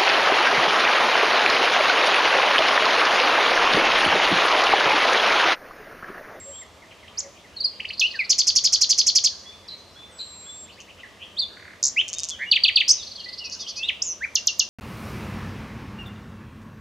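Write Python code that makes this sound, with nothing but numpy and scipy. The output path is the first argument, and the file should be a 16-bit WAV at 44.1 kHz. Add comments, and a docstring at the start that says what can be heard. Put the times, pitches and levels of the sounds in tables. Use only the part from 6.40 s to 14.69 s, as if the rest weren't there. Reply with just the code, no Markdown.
"""A nightingale sings from a bare tree: thin whistles, slurs, a hard rattle, clicks and falling notes. Its
voice box, the syrinx, makes each note as a nearly pure tone that slides to a turning point; then pitch and
loudness relax together. Some runs of repeated notes slow down as they go. Branches and trunks scatter the song.
Another bird buzzes close by; others whistle farther off, and something hoots, over a brief rustle and a soft
outdoor hush."""
import sys
import numpy as np
from scipy import signal
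from scipy.fft import rfft, irfft, next_fast_len
from scipy.io import wavfile
from scipy.ndimage import uniform_filter1d

SR = 44100
rng = np.random.default_rng(int(sys.argv[2]) if len(sys.argv) > 2 else 0)


def wrap_up_sound(samples):
    """Save the sound to the file named by the first command line argument, as 16-bit audio."""
    columns = np.atleast_2d(samples).T
    # keep every value between -1 and 1, then stretch to whole-number steps
    tamed = np.clip(columns, -1, 1)
    steps = np.round(tamed * 32767).astype(np.int16)
    wavfile.write(sys.argv[1], SR, steps)


N = 365588
CUTOFF_HZ = 15500   # the top of the treble

# The nightingale's single notes: (time [s], note name, level [dB], optional pitch and length factors)
SINGLE_NOTES = [ (.771, "flick", -17), (1.594, "zip", -12.5, 1, .8), (1.6025, "tiu", -14.5),
                (4.965, "arch", -14.5), (5.427, "zigzag", -7.5), (5.56, "rise", -13.5),
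                (5.609, "drop", -17), (5.985, "warble", -22.5), (6.499, "wheet", -7), (7.428, "lift", -21),
                (7.482, "chow", -13.5), (7.618, "zip", -14, 1.08, 1.2), (7.631, "squeal", -21),
                (7.803, "hook", -20), ]


def nightingale():
    """The whole song. The syrinx has two sides, so a second voice can lead into a note."""
    notes = SINGLE_NOTES + runs()
    out = sing(notes) + rattle() + clicks() + whistles()
    arch = np.hanning(int(.04 * SR))
    for s, name, db, *_ in notes:
        if name == "wheet":
            scrape = rasp(count=2, gap_s=.008, stretch=1.25, fade_db=7, hiss_db=-15)
            thin_rise = arch * syrinx(np.geomspace(7500, 8500, len(arch)), db - 20, rough=.01)
            add(out, s - .0205, from_db(db - 1) * scrape)
            add(out, s - .012, thin_rise)
        if name in ("pew", "tiu"):
            add(out, s - .008, from_db(db - 28) * squeak())
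    return out


def syrinx(hz, db, rough, beak_hz=6900):
    """A bird's voice: a slightly shaky tone. The beak muffles its overtones; rough notes hiss more."""
    size = len(hz)
    noise = band(uniform_filter1d(rng.standard_normal(size), size=2), beak_hz / 2, CUTOFF_HZ)
    breath = from_db(35) * (rough * hz / beak_hz) ** 2 * noise
    hz = hz * (1 + rough * drift(size, 1504))
    phase = 2 * np.pi * np.cumsum(hz) / SR
    overtones = sum(np.sin(k * phase) / (k - 1) ** 2 / (1 + (k * hz / beak_hz) ** 4)
                    * (k * hz < CUTOFF_HZ) for k in (2, 3))
    brightness = from_db(-26.5) + rough / 2
    t = np.arange(size) / SR
    soft_ends = np.minimum(1, np.minimum(t, t[::-1]) / .00095)
    return from_db(db) * soft_ends * (np.sin(phase) + brightness * overtones + breath)


# How each kind of note slides, before it is retuned or stretched. Name: (length [ms], turn time [ms],
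# start pitch [Hz], turn pitch [Hz], resting pitch [Hz], time to relax [ms], fade-in [ms], fade [dB])
NOTE_SHAPES = { "flick": (39.7, 30, 4130, 8000, 1300, 7.6, 23.7, 40),
               "slur": (35, 7, 4500, 4810, 3830, 18, 9.4, 16),
               "tick": (28.8, 22, 1300, 3000, 1960, 6, 26.4, 9.6),
               "tiu": (71, 19, 4800, 2520, 3250, 45, 1.4, 8.5),
               "low": (43.5, 5.8, 2750, 2450, 1920, 19.2, 4.2, 12.7),
               "swell": (11.5, 3.1, 4050, 4350, 5050, 5.4, 2.6, 6.5),
               "pip": (16, 10.2, 1600, 3100, 2200, 3.2, 10, 17),
               "zip": (10.9, 3.99, 4100, 5100, 7950, 6.6, 3.6, 13),
               "arch": (86, 29.6, 3010, 4720, 3450, 18, 37, 9.3),
               "zigzag": (68, 14, 5600, 5470, 5900, 42, 3, 15),
               "rise": (49.5, 15.5, 1843, 2483, 3498, 26.5, 22, -1),
               "drop": (7.63, 2, 3700, 3470, 1450, 4.65, 1.7, 20.7),
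               "warble": (75, 50, 1650, 2020, 2100, 16.3, 36, 20),
               "chew": (32, 6.5, 4750, 4500, 2450, 9, 3.5, 10.8),
               "chow": (26.3, 9, 4450, 3150, 1485, 11.4, 7, 27.8),
               "wheet": (26.6, 14, 4350, 5950, 6750, 8.3, 5.2, 10),
               "lift": (42, 9.1, 3000, 3500, 4100, 21, 4.6, 11),
               "squeal": (106, 62, 7480, 5920, 5500, 38, 7.3, 5),
               "hook": (61.3, 44, 1400, 2450, 1200, 7.4, 47, 33),
               "pew": (40, 4.6, 8300, 6200, 2760, 6, 4.2, 17.3),
               "chip": (76, 13, 6300, 4060, 4200, 55.4, 14, 9),
               "pipe": (117, 35.3, 3300, 3440, 3520, 47, 10, 5), }
# Notes whose pitch swings quickly up and down.
# Name: (swings [per s], full swing [share of pitch], drop at each low point [dB], extra roughness [0-1])
PITCH_SWINGS = {"zigzag": (69.5, 0.67, 25, 0.02), "warble": (135, 0.26, 5.9, .005),
                "squeal": (170, .13, 18, .005), "chip": (200, 0.075, 5, 0.012)}


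def note(name, pitch=1, stretch=1, rough=.0054, beak_top_hz=7120):
    """One note: the pitch slides to a turn, then relaxes and takes the loudness with it."""
    length, turn, start_hz, turn_hz, rest_hz, relax, fade_in, fade_db = NOTE_SHAPES[name]
    swing_rate, depth, drop_db, extra_rough = PITCH_SWINGS.get(name, (0, 0, 0, 0))
    t = np.arange(int(length * stretch * SR / 1000)) / SR
    ms = 1000 * t / stretch   # position within the unstretched shape
    slide_hz = start_hz * (turn_hz / start_hz) ** np.minimum(ms / turn, 1)
    relaxed = 1 - np.exp(-(np.maximum(ms - turn, 0) / relax) ** 1.363)
    swing = .5 * np.cos(2 * np.pi * swing_rate * t)
    hz = pitch * (slide_hz + (rest_hz - turn_hz) * relaxed) * (1 + depth * swing)
    db = -fade_db * relaxed ** 2.02 - drop_db * (.5 - swing) ** 2
    opening = np.minimum(ms / fade_in, 1) ** 1.14
    closing = np.minimum((length - ms) / (.099 * length), 1)
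    beak = 1 / (1 + (hz / beak_top_hz) ** 20.4)   # very high notes come out weaker
    return opening * closing * beak * syrinx(hz, db, rough + extra_rough)


def sing(rows):
    """Place each note of a list at its own time and level."""
    out = np.zeros(N)
    for s, name, db, *pitch_and_stretch in rows:
        add(out, s, from_db(db) * note(name, *pitch_and_stretch))
    return out


# The nightingale's runs of one note: (start [s], count, first gap [s], gap factor per note, note name,
# first level [dB], level step [dB], first pitch factor, pitch factor step)
NOTE_RUNS = [ (1.162, 3, 0.037, 1.08, "slur", -26.5, 7, 0.92, 0.054),
             (1.3958, 3, .049, 1.1, "pip", -22, -0.5, 1, 0.0025),
             (1.74, 2, 0.049, 1, "low", -32, 15.5, .77, 0.24), (6.1122, 3, .1225, 1, "chew", -6, 0, 1, 0),
             (6.1542, 3, .1225, 1, "chow", -11, 0, 1, 0), (7.9512, 3, .118, 1.042, "pew", -8, .8, 1, 0), ]


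def runs():
    """List the notes of each run; gap, level and pitch can move one step with every note."""
    notes = []
    for start, count, gap, slowing, name, db, step_db, pitch, pitch_step in NOTE_RUNS:
        for k in range(round(count)):
            s = start + gap * sum(slowing ** j for j in range(k))
            notes.append((s, name, db + step_db * k, pitch + pitch_step * k))
    return notes


def rattle(start_s=1.8928, count=12, gap_s=.08494, first_db=-10.5, last_db=-9):
    """Hard strokes that grow louder: each is a rasp and a faint upward slide, a clear note, a drop."""
    out = np.zeros(N)
    gaps = gap_s + .0019 * np.linspace(-1, 1, count - 1) ** 2   # a little slower at both ends
    times = start_s + np.r_[0, np.cumsum(gaps)]
    for s, db in zip(times, np.linspace(first_db, last_db, count)):
        clear_pitch, drop_pitch = 1 + rng.normal(0, .012, size=2)
        add(out, s, from_db(db - .1) * rasp(count=4, gap_s=.0044, stretch=.97, fade_db=1.1, hiss_db=-13))
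        add(out, s, from_db(db - 19) * note("tick", pitch=1.27, rough=.026))
        add(out, s + .0215, from_db(db) * note("swell", clear_pitch, rough=.019))
        add(out, s + .032, from_db(db - 2) * note("drop", 1.39 * drop_pitch, stretch=1.15, rough=.026))
    return out


def rasp(count, gap_s, stretch, fade_db, hiss_db, rough=.03, uneven=.15):
    """One side of the syrinx fires quick, uneven upward slides that get lower and louder, with hiss."""
    out = np.zeros(SR // 10)
    for k, (late, sharp, strong) in enumerate(rng.standard_normal((count, 3))):
        to_come = count - 1 - k
        slide = note("zip", 1 + .0692 * to_come + rough * sharp, stretch, rough)
        strength = from_db(-fade_db * to_come ** 2) * (1 + uneven * strong)
        add(out, (k + uneven * late) * gap_s, strength * slide)
    add(out, 0, from_db(hiss_db) * puff((count + 1) * gap_s, low_hz=4900, high_hz=6950, order=2))
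    return out


# The nightingale's bursts of clicks: (time [s], level [dB])
CLICK_BURSTS = [(4.403, -35.5), (5.681, -20.5), (5.73, -18), (5.784, -15.5), (5.833, -16), (5.887, -16)]


def clicks(gap_s=.0061, fade_db=2):
    """Bursts of four dry, noisy clicks, each weaker than the last."""
    out = np.zeros(N)
    for s, db in CLICK_BURSTS:
        for k in range(4):
            click = puff(length_s=.0029, low_hz=6000, high_hz=6900)
            add(out, s + k * gap_s, from_db(db - fade_db * k) * click)
    return band(out + 1e-18, low_hz=2600, high_hz=6700)


def puff(length_s, low_hz, high_hz, order=1):
    """A burst of hiss that swells and dies."""
    arch = np.hanning(int(length_s * SR))
    return arch * rms_one(band(rng.standard_normal(len(arch)), low_hz, high_hz, order))


# The nightingale's long, thin whistles: (time [s], level [dB])
THIN_WHISTLES = [(-.335, -37.5), (3.69, -38.5)]


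def whistles(length_s=.576, held_hz=7540, settle_s=.039, droop_s=.0066, swell_db=9, soft_db=25):
    """Each whistle slides down to a high, held pitch, swells, and droops as it stops."""
    out = np.zeros(N)
    t = np.arange(0, length_s, 1 / SR)
    arriving, leaving = np.exp(-t / settle_s), np.exp((t - length_s) / droop_s)
    hz = held_hz + 1600 * arriving - 500 * leaving
    shape_db = swell_db * (t / length_s - 1) - soft_db * (arriving + leaving)
    for s, db in THIN_WHISTLES:
        add(out, s, syrinx(hz, db + shape_db, rough=.0063))
    return out


def squeak(length_s=.018, top_hz=13600, plunge_hz=5500, plunge_s=.0024):
    """A very high, thin voice that swells, then plunges into the main note."""
    t = np.arange(0, length_s, 1 / SR)
    hz = top_hz - plunge_hz * np.exp((t - length_s) / plunge_s)
    swell = np.sin(np.pi * (t / length_s) ** 2)
    return swell * syrinx(hz, db=0, rough=.007)


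# A nearby bird's strings of buzzy notes:
# (middle of first note [s], count, fast gap [s], slow gap [s], first level [dB], last level [dB])
BUZZY_TRILLS = [(1.494, 9, 0.0445, .049, -29, -28.5), (6.634, 14, .0428, .083, -29.5, -24.5)]


def buzzing_bird(flutter_hz=340, slows_at_note=7.8, slows_over_notes=.76):
    """Arched, fluttering notes. As the pace slows they last longer, sit higher and swing wider."""
    out = np.zeros(N)
    for start, count, fast_gap, slow_gap, first_db, last_db in BUZZY_TRILLS:
        count = round(count)
        slowed = 1 / (1 + np.exp((slows_at_note - np.arange(count - 1)) / slows_over_notes))
        middles = np.r_[0, np.cumsum(fast_gap + (slow_gap - fast_gap) * slowed)]
        lengths = .6 * np.gradient(middles)   # a note fills 60% of its turn
        for s, length, db in zip(start + middles, lengths, np.linspace(first_db, last_db, count)):
            t = np.arange(0, length, 1 / SR)
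            edge = np.linspace(-1, 1, len(t)) ** 2   # both ends are lower and softer
            flutter = np.sin(2 * np.pi * flutter_hz * t)
            hz = (3600 + 38000 * length) * (1 - .17 * edge + 3.3 * length * flutter)
            add(out, s - length / 2, syrinx(hz, db - 13 * edge - 3 * (1 + flutter), rough=.017))
    return out


# Calls from other trees: (time [s], note name, level [dB], pitch factor, length factor)
FAR_CALLS = [ (.11, "swell", -46, .73, 9), (.505, "chow", -41, .85, 1.1), (.672, "pip", -39, 1.05, 1.1),
             (4.632, "low", -36, 0.82, 0.55), (4.79, "warble", -33.5, 1.48, 0.9),
             (5.725, "pipe", -38, 1.07, 0.92), (5.897, "slur", -32, 0.73, 1.8),
             (6.06, "pipe", -33, 0.845, 0.75), (6.575, "slur", -29.5, 0.83, 1.7),
             (6.775, "slur", -34, .69, 1.4), (6.857, "pipe", -37, .585, .5), (6.99, "slur", -31, .615, 2.7),
             (7.188, "slur", -35, .78, 2), (7.263, "lift", -31, .9, .8), (7.36, "swell", -32, .6, 13), ]
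# Calls said over and over: (start [s], end [s], gap [s], note name, level [dB], pitch and length factors)
FAR_REPEATS = [ (.005, 1.1, .207, "low", -44, .88, 0.82), (3.054, 4.3, 0.5, "pipe", -41.5, 1.005, 1),
               (3.276, 4, 0.503, "chip", -31, 0.98, 1), (5.169, 5.35, 0.0272, "chow", -36, 0.62, 0.33),
               (4.258, 4.65, .101, "tick", -41.5, 1.04, 1.94), (7.096, 7.16, .026, "zip", -27, 1.05, .5), ]


def far_birds():
    """Distant birds sing single notes or repeat one note at a steady pace."""
    repeated = [(s, *call) for start, end, gap, *call in FAR_REPEATS for s in np.arange(start, end, gap)]
    return sing(FAR_CALLS) + sing(repeated)


# Something hooting far off: (time [s], level [dB])
FAR_HOOTS = [(.055, -37), (.825, -38)]


def hoots(pitch_hz=560, length_s=.08):
    """Short, hoarse tones that swell and fade."""
    out, arch = np.zeros(N), np.hanning(int(length_s * SR))
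    for s, db in FAR_HOOTS:
        add(out, s, syrinx(np.full(len(arch), pitch_hz), db - 8 * (1 - arch), rough=.09))
    return out


def chorus(count=170, level_db=-48, lowest=.62, highest=1.7):
    """Faint chirps from all over the wood, at random times and pitches."""
    shapes = ["low", "tick", "hook", "lift", "warble"]
    return sing([(when * N / SR, shapes[k % len(shapes)], level_db, lowest * (highest / lowest) ** height)
                 for k, (when, height) in enumerate(rng.random((count, 2)))])


def tree_echo(sound, twigs_db, trunks_db, trunks_s, twigs_s=.17, low_hz=1200, high_hz=7100):
    """Branches scatter sound quickly and trunks answer for longer, differently for each ear."""
    t = np.arange(int(.8 * SR)) / SR
    onset = np.clip((t - .002) / .0022, 0, 1)
    echo = 0
    for db, fade_s in [(twigs_db, twigs_s), (trunks_db, trunks_s)]:
        bounces = rng.standard_normal((3, len(t))) * from_db(5.7 * rng.standard_normal((3, len(t))))
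        both_ears = bounces[:2] + 1.04 * bounces[2]   # each ear's own bounces plus shared ones
        tail = both_ears * from_db(-60 * t / fade_s) * onset
        echo = echo + from_db(db) * tail / np.sqrt(np.sum(tail ** 2) / 2)
    echo = band(echo, low_hz, high_hz, order=3) + from_db(-15.5) * band(echo, high_hz, CUTOFF_HZ)
    return signal.fftconvolve(sound[None], echo, axes=1)[:, :N]


def rustle(level_db=-56, fades_at_s=1.0, fade_s=.16):
    """A soft, low rustle that dies away early on."""
    fading = 1 / (1 + np.exp((np.arange(N) / SR - fades_at_s) / fade_s))
    return from_db(level_db) * fading * rms_one(band(rng.standard_normal(N), low_hz=480, high_hz=1250))


# How strong the background hush is, from bass to treble: (frequency [Hz], relative level [dB])
HUSH_TONE = [(40, -12), (82, 2.5), (145, -9.5), (200, -2.5), (263, -7.5), (643, -5), (765, -10.5),
             (1200, -8.5), (1390, -16.5), (3560, -15.5), (6140, -20), (15000, -38.5)]


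def hush(level_db=-50.9, width_db=-12):
    """Distant air and traffic: a deep, steady noise, nearly alike in both ears."""
    hz, db = np.transpose(HUSH_TONE)
    size = next_fast_len(N)
    all_hz = np.maximum(np.fft.rfftfreq(size, 1 / SR), 1)
    tone = from_db(np.interp(np.log(all_hz), np.log(hz), db))
    bass_cut = np.minimum(1, all_hz / hz[0]) ** 4
    noise = irfft(rfft(rng.standard_normal((2, size))) * tone * bass_cut, size)
    middle, sides = rms_one(noise[:, :N])
    return from_db(level_db) * (middle + from_db(width_db) * sides * [[1], [-1]])


def direct_sound(sound, dip_hz=3900, dip_share=.75, lag_samples=.38):
    """The sound straight from the bird, just right of centre. Notes weaken as they slide past dip_hz."""
    notched = signal.lfilter(*signal.iirnotch(dip_hz, Q=7, fs=SR), sound + 1e-18)
    right = sound + dip_share * (notched - sound)
    delay = (1 - lag_samples) / (1 + lag_samples)
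    left = signal.lfilter([delay, 1], [1, delay], right)   # reaches the left ear a little later
    return np.array([left, right]) * from_db([[-.45], [.45]])


def from_db(db):
    """Turn decibels into a number to multiply by."""
    return 10 ** (np.asarray(db) / 20)


def rms_one(x):
    """Scale a sound to an average power of one."""
    return x / np.sqrt(np.mean(x ** 2) + 1e-20)


def add(track, s, sound):
    """Mix a sound in at s seconds; what lies outside the track is dropped."""
    at = round(s * SR)
    first, last = max(at, 0), min(at + len(sound), len(track))
    track[first:last] += sound[first - at:last - at]


def band(x, low_hz, high_hz, order=2):
    """Keep what lies between two frequencies; a higher order cuts more sharply."""
    edges = [low_hz, min(high_hz, .45 * SR)]
    return signal.sosfilt(signal.butter(order, edges, "band", fs=SR, output="sos"), x)


def drift(size, rate):
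    """A random wander that heads for a new value rate times a second."""
    turns = rng.standard_normal(size=2048)
    return np.interp(np.arange(size) * rate / SR, np.arange(len(turns)), turns)


def scene(waver_db=2.6, waver_rate=70):
    """Near birds are clear; far ones waver in loudness and carry more echo; the chorus is echo alone."""
    near = nightingale() + buzzing_bird()
    far = (far_birds() + rustle()) * from_db(waver_db * drift(N, waver_rate)) + hoots()
    near_echo = tree_echo(near, twigs_db=-7.8, trunks_db=-16, trunks_s=.76)
    far_echo = tree_echo(far + chorus(), twigs_db=-5, trunks_db=-6.5, trunks_s=1.0)
    return direct_sound(near) + near_echo + from_db(-2.5) * far + far_echo + hush()


def record(dry):
    """Cut the very highest treble off steeply."""
    return signal.sosfilt(signal.ellip(10, .1, 90, CUTOFF_HZ, fs=SR, output="sos"), dry)


dry = scene()
out = record(dry)
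wrap_up_sound(out)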